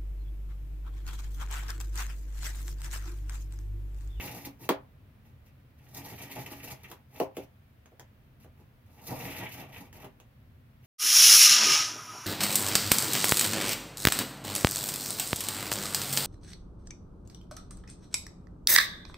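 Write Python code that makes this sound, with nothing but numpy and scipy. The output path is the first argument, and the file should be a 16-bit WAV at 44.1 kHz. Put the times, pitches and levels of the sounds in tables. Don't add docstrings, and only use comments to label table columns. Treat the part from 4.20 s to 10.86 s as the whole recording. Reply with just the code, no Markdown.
import sys
import numpy as np
from scipy import signal
from scipy.fft import rfft, irfft, next_fast_len
from scipy.io import wavfile
from scipy.ndimage import uniform_filter1d

SR = 44100
rng = np.random.default_rng(int(sys.argv[2]) if len(sys.argv) > 2 else 0)


def field_ratio(decibels):
    return 10 ** (np.asarray(decibels, dtype=float) / 20)


def generate_wav(sig):
    pcm = np.round(np.clip(np.atleast_2d(sig).T, -1, 1) * 32767).astype(np.int16)
    wavfile.write(sys.argv[1], SR, pcm)


N = 293706
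T = np.arange(N) / SR
FFT_SIZE = next_fast_len(N + SR)
HZ = np.arange(FFT_SIZE // 2 + 1) * SR / FFT_SIZE
OPPOSITE = np.array([[1], [-1]])


def through(x, gain):
    return irfft(rfft(x, FFT_SIZE) * gain, FFT_SIZE)[..., :N]


def colour(points):
    hz, db = np.transpose(points)
    return field_ratio(np.interp(np.log(HZ + 1), np.log(hz), db))


def band(lo_hz, hi_hz):
    sos = signal.butter(3, [lo_hz, hi_hz], "band", fs=SR, output="sos")
    return signal.sosfreqz(sos, HZ, fs=SR)[1]


def ring(modes, damp):
    longest_t60_s = 0.2
    response = 0
    for k, (f, db, t60) in enumerate(modes):
        loss = np.log(1000) / min(t60 * damp, longest_t60_s)
        resonance = 2 * np.pi * f / ((2j * np.pi * HZ + loss) ** 2 + (2 * np.pi * f) ** 2)
        response = response + (-1) ** k * field_ratio(db) * resonance
    return response


def walk(rate):
    k = int(SR / rate)
    steps = np.repeat(rng.standard_normal(N // k + 1), k)
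    return 2.0 * uniform_filter1d(steps, k)[:N]


def fade(s, rise_s, t60_s):
    u = np.maximum(T - s, 0)
    return (1 - np.exp(-u / rise_s)) * 1000. ** (-u / t60_s)


def burst(s, rise_s, hold_s, t60_s):
    u = T - s
    rise = np.clip(u / rise_s, 0, 1) ** 2
    return rise * 1000. ** (-np.maximum(u - rise_s - hold_s, 0) / t60_s)


def peak(x, db):
    return x * field_ratio(db) / np.abs(x).max()


def drive(hiss_db, rasp_db, board_db):
    return field_ratio(np.array([hiss_db, rasp_db, board_db]))


def blade():
    # time_s, fibre hiss_db, rasp_db above hiss (also added to jerks and scuffs), board_db above hiss
    strokes = [
        [(0.0, -46, 2, 3.5), (0.03, -48, 2, -0.5), (0.13, -54.5, -1, 2), (0.26, -54.5, -1.5, 2),
         (0.3, -67.5, -3, 1), (0.38, -82, -7.5, -3)],
        [(1.58, -80.5, 5, 9.5), (1.72, -65.5, -7, 2), (1.76, -57.5, -2.5, 4), (1.93, -60, -2, 0.5),
         (2.08, -60, 1.5, 4.5), (2.2, -61.5, 0.5, 3), (2.4, -60.5, 2.5, 2), (2.54, -61.5, -3, -2),
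         (2.59, -73, 3.5, 4.5), (2.74, -73, -4, 1), (2.82, -85, 0, 11)],
        [(4.66, -79.5, -5, 3.5), (4.79, -68, 0, 5.5), (4.83, -59.5, -8, 0), (4.9, -50.5, -2.5, 6.5),
         (4.98, -52, -3, 8), (5.1, -49.5, 2, 3), (5.22, -51.5, 6.5, 8), (5.29, -54.5, 1.5, -0.5),
         (5.42, -59.5, 6.5, 7), (5.46, -70, 6, 7), (5.65, -67.5, 0, 7.5), (5.71, -83, 2, 7),
         (5.87, -79, 3.5, 13), (5.95, -92, 2, 11)],
    ]
    # start_s, hold_s, hiss_db, board_db above hiss
    jerks = [(0.055, 0.026, -62, -19), (0.146, .04, -61, 0), (0.247, 0.018, -53, -0.5),
             (1.743, 0.027, -57, -1), (1.77, 0.019, -52, 2), (1.846, 0.073, -57.5, 1.5),
             (1.921, 0.01, -55, -2.5), (1.977, 0.03, -59.5, 0), (2.0145, 0.021, -52, 1),
             (2.095, 0.034, -57, 3.5), (2.1525, 0.069, -52.5, 2.5), (2.26, 0.0047, -46.5, -2),
             (2.303, 0.033, -53, -1.5), (2.398, 0.007, -56.5, -11), (2.431, 0.018, -50, -3.5),
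             (2.472, 0.014, -52.5, 3), (2.5, 0.019, -48.5, 0.5), (4.866, 0.0054, -47.5, -8),
             (4.988, .012, -58, -8), (5.036, .02, -61.5, 6), (5.378, 0.026, -65.5, 12)]
    # start_s, rise_s, hold_s, hiss_db, board_db above hiss
    scuffs = [(0.377, 0.037, 0.041, -55.5, 0.5), (1.047, 0.005, 0.04, -75.5, 5),
              (1.247, 0.01, 0.024, -75, -5), (2.632, 0.002, 0.015, -62.5, 2.5),
              (2.682, 0.0055, 0.033, -61, 2), (2.866, 0.1, 0.067, -59, 3.5),
              (3.144, 0.0059, 0.087, -65.5, 2), (4.198, .0015, 0.04, -67.5, -4),
              (4.371, .003, .04, -76.5, 7), (5.519, 0.0032, 0.033, -60, 1), (5.553, .004, 0.055, -64, 7),
              (5.727, 0.0023, 0.096, -65.5, 6.5), (5.821, .01, 0.029, -66.5, 14.5),
              (6.612, 0.021, .04, -71, -30)]
    jerk_rise_s, jerk_t60_s, scuff_t60_s = 0.0015, 0.022, 0.046
    rasp_share = 0.17

    gains = 0
    for rows in strokes:
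        s, hiss_points, _, board_points = np.transpose(rows)
        hiss_db = np.interp(T, s, hiss_points, -150, -150)
        board_db = hiss_db + np.interp(T, s, board_points)
        gains = gains + drive(hiss_db, hiss_db, board_db)
    for s, hold, db, board_db in jerks:
        push = drive([db], [db + rasp_share * board_db], [db + board_db])
        gains = gains + push * burst(s, jerk_rise_s, hold, jerk_t60_s)
    for s, rise, hold, db, board_db in scuffs:
        push = drive([db], [db + rasp_share * board_db], [db + board_db])
        gains = gains + push * burst(s, rise, hold, scuff_t60_s)

    s, _, rasp_points, _ = np.concatenate(strokes).T
    gains[1] *= field_ratio(np.interp(T, s, rasp_points))
    return gains


def fibres(spread_db, rate, crackle):
    sizes = field_ratio(spread_db * np.minimum(rng.exponential(size=N), 6.5))
    snaps = rng.standard_normal(N) * sizes
    return (snaps + crackle) * field_ratio(2.0 * walk(rate))


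def board_response():
    # pitch_hz, relative level_db per Hz
    scrape = [(53, -27), (90, 6), (273, 1), (310, 1), (780, -6.5), (844, -6.5), (1050, -23), (2260, -5.5),
              (4000, -10.5), (5200, -42), (8800, -120)]
    # pitch_hz, width_hz, relative level_db (before the factor 0.4 below)
    resonances = [(131.4, 22, 17), (276.7, 16, 13), (835, 54, 3), (920, 85, 11), (1208, 95, 6),
                  (1896, 29, 12.5), (2007, 22, 6.5), (2287, 63, 7.5), (2420, 69, -8), (2650, 45, 8.5)]
    base = colour(scrape)
    base_db = 20 * np.log10(base)
    lift = 0
    for f, width, db in resonances:
        above_base = field_ratio(db - np.interp(f, HZ, base_db))
        lift = lift + above_base * 0.4 / (1 + 2j * (HZ - f) / width)
    return base * (1 + lift)


def cutting(gains):
    # pitch_hz, relative level_db per Hz
    hiss = [(1760, -20), (3000, -17.5), (3700, -2.5), (6270, -1), (7990, -9), (9920, -5.5), (12000, 2),
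            (13200, -3), (15200, 1.5), (15800, -20.5)]
    jerk = field_ratio(0.5 * walk(45))
    crackle_sizes = np.clip(rng.standard_normal(N), -1.6, 1.6) * field_ratio(19.5)
    crackle = (rng.random(N) < 250 / SR) * crackle_sizes
    board = board_response()
    # response, spread of snap sizes in dB, clusters per second
    layers = [(band(2930, 20800.0) * colour(hiss), 2.5, 150),
              (band(1400, 3660) * board, 4.5, 120),
              (band(40, 1320) * board, 3.0, 90)]
    out = 0
    for gain, (response, spread_db, rate) in zip(gains, layers):
        snaps = fibres(spread_db, rate, crackle) * jerk
        unit = np.sqrt(np.mean(through(snaps, response) ** 2))
        out = out + through(snaps * gain, response) / unit
    return out


def crack(s, db, t60_s):
    # pitch_hz, relative level_db per Hz
    snap = [(530, -17), (900, -5), (1940, -8.5), (3250, -6), (3700, -14), (6990, -15.5), (7600, -20.5),
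            (11400, -15.5), (15800, -13.5)]
    shape = fade(s, 0.000099, 0.013) + 0.83 * fade(s, .001, t60_s)
    noise = rng.standard_normal(N) * shape
    return peak(through(noise, colour(snap) * band(750, 17200.0)), db)


def thump(s, db, contact_ms, hz, width_hz):
    u = (T - s) * 1000 / contact_ms
    push = np.sin(np.pi * u) * (u > 0) * (u < 1)
    mat = 1j * HZ * width_hz / (hz ** 2 - HZ ** 2 + 1j * HZ * width_hz)
    return peak(through(push, mat * band(214, 8000.)), db)


def knocks():
    # snap time_s, thud_db, crack_db above thud, contact_ms, thud_hz
    blows = [(0.49, -9, -8.5, 0.24, 370), (2.714, -42.5, 8, 0.81, 410), (3.0, -13.5, -12, 1.135, 575),
             (3.168, -25, -7, 1.28, 500), (3.718, -48.5, -17, 1.25, 626), (4.245, -45, -6, 1.1, 567),
             (4.398, -52, -16, 1.6, 430), (5.845, -43, 1.5, 1.5, 640)]
    out = 0
    for s, db, crack_db, contact_ms, hz in blows:
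        out = out + thump(s + 0.00197, db, contact_ms, hz, width_hz=450)
        out = out + crack(s, db + crack_db, t60_s=0.022)
    return out


def ticks():
    # time_s, crack peak_db before the room, mat_db above it
    touches = [(3.6585, -49, 3.5), (3.7962, -37.5, 1.5), (5.7282, -42.5, -7), (6.0007, -46, 2)]
    # pitch_hz, relative level_db, undamped t60_s (shortened by damp below)
    steel = [(1870, 2, 0.14), (3300, -3, .07), (6380, 19, 0.034), (7570, 7, 0.071), (11700, -12, 0.047),
             (12500, -26, 0.081), (13200, 6, 0.048)]
    out = 0
    for s, db, mat_db in touches:
        touch = rng.standard_normal(N) * fade(s, .0001, 0.00065)
        out = out + peak(through(touch, ring(steel, damp=0.26)), db - 5.5)
        out = out + crack(s, db, t60_s=0.0083)
        out = out + thump(s, db + mat_db, contact_ms=0.18, hz=600.0, width_hz=720.0)
    return out


def diffuse(x):
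    low_t60_s, high_t60_s = 0.28, 0.1
    hop = 64
    hz, _, z = signal.stft(x, SR, nperseg=256, noverlap=256 - hop)
    t60 = high_t60_s + (low_t60_s - high_t60_s) / (1 + (hz / 2500) ** 2)
    keep = 1e6 ** (-hop / SR / t60)
    power = np.array([signal.lfilter([0, 0, 1 - k], [1, -k], np.abs(row) ** 2) for k, row in zip(keep, z)])
    chance = rng.standard_normal((2, 2, *z.shape))
    scattered = np.sqrt(power) * (chance[0] + 1j * chance[1])
    return signal.istft(scattered, SR, nperseg=256, noverlap=256 - hop)[1][:, :N]


def room(x):
    # delay_ms, level_db before dulling
    echoes = [(5, -11.5), (10.5, 0), (16.5, 0), (25, -18), (32, -9.5)]
    # pitch_hz, relative level_db, t60_s (capped in ring)
    resonances = [(156, -23, 0.12), (233, -14.5, 0.09), (283.8, -11, 0.25), (396.4, -12.5, 0.23),
                  (528, -10.5, 0.34), (612, -11, 0.12), (638.5, -12, 0.4), (648, -46.5, 0.42),
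                  (776, -37, 0.096), (983, -44.5, 0.36), (975, -13, 0.48), (1083, -7, 0.1),
                  (1192, -15.5, 0.14), (1530, -23, 0.4)]
    port_lag_s, modes_db, tail_db, side_db = 0.000075, -2.5, -0.5, -0.5

    direct = np.array([np.exp(-2j * np.pi * HZ * port_lag_s), np.ones(len(HZ))])
    direct = direct * (.5 + 1j * HZ / 800) / (1 + 1j * HZ / 800)
    walls = sum(field_ratio(db) * np.exp(-2j * np.pi * HZ * ms / 1000) for ms, db in echoes)
    walls = walls / (1 + 1j * HZ / 900) ** 2
    modes = ring(resonances, damp=1.0)
    modes = field_ratio(modes_db) * modes / np.sqrt(np.mean(np.abs(modes[HZ < 1500]) ** 2))

    mid, side = field_ratio(tail_db) * through(diffuse(x), band(110, 18000.0))
    share = np.minimum(0.34 + HZ / 1200, 1)
    tail_mid = through(mid, np.minimum(HZ / 900, 1))
    tail_side = through(side, field_ratio(side_db) * share)
    return through(x, direct + walls + modes) + tail_mid + OPPOSITE * tail_side


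def pair(points, width):
    mid, side = rng.standard_normal((2, N))
    both = through(mid, colour(points)) + width * OPPOSITE * through(side, colour(points))
    return both / np.sqrt(np.mean(both ** 2))


def air(board):
    # pitch_hz, relative level_db per Hz
    hum_colour = [(15, -68), (25, -15.5), (59, -9), (81, -3), (113, -3), (139, -3.5), (167, -17),
                  (229, -11), (308, -23.5), (349, -24.5), (700, -37), (910, -59), (1540, -120)]
    # time_s, level_db
    hum_drift = [(0.0, -54.5), (1.8, -57), (3.0, -58.5), (4.8, -57), (6.66, -58)]
    # pitch_hz, relative level_db per Hz
    hiss_colour = [(290, -17), (500, -3.5), (687, -6), (853, -9.5), (958, -8.5), (1570, -10.5), (1680, -10),
                   (2560, -13), (7670, -30), (14700, -20), (15800, -21)]
    hiss_db = -68
    shake_db, shake_s = -15.5, 0.15

    shake = field_ratio(shake_db) * uniform_filter1d(board, int(shake_s * SR))
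    drift_db = np.interp(T, *np.transpose(hum_drift))
    hum = pair(hum_colour, width=0.17) * (field_ratio(drift_db + 0.69 * walk(3.06)) + shake)
    hiss = pair(hiss_colour, width=0.98) * field_ratio(hiss_db + 0.11 * walk(4.59))
    return hum + hiss


def scene():
    gains = blade()
    near = cutting(gains) + knocks() + ticks()
    return room(near) + air(gains[2])


def band_limit(x):
    return signal.sosfilt(signal.butter(12, 16820, fs=SR, output="sos"), x)


def record(dry):
    mix = through(dry, HZ < 15850)
    return band_limit(mix)


dry = scene()
out = record(dry)
generate_wav(out)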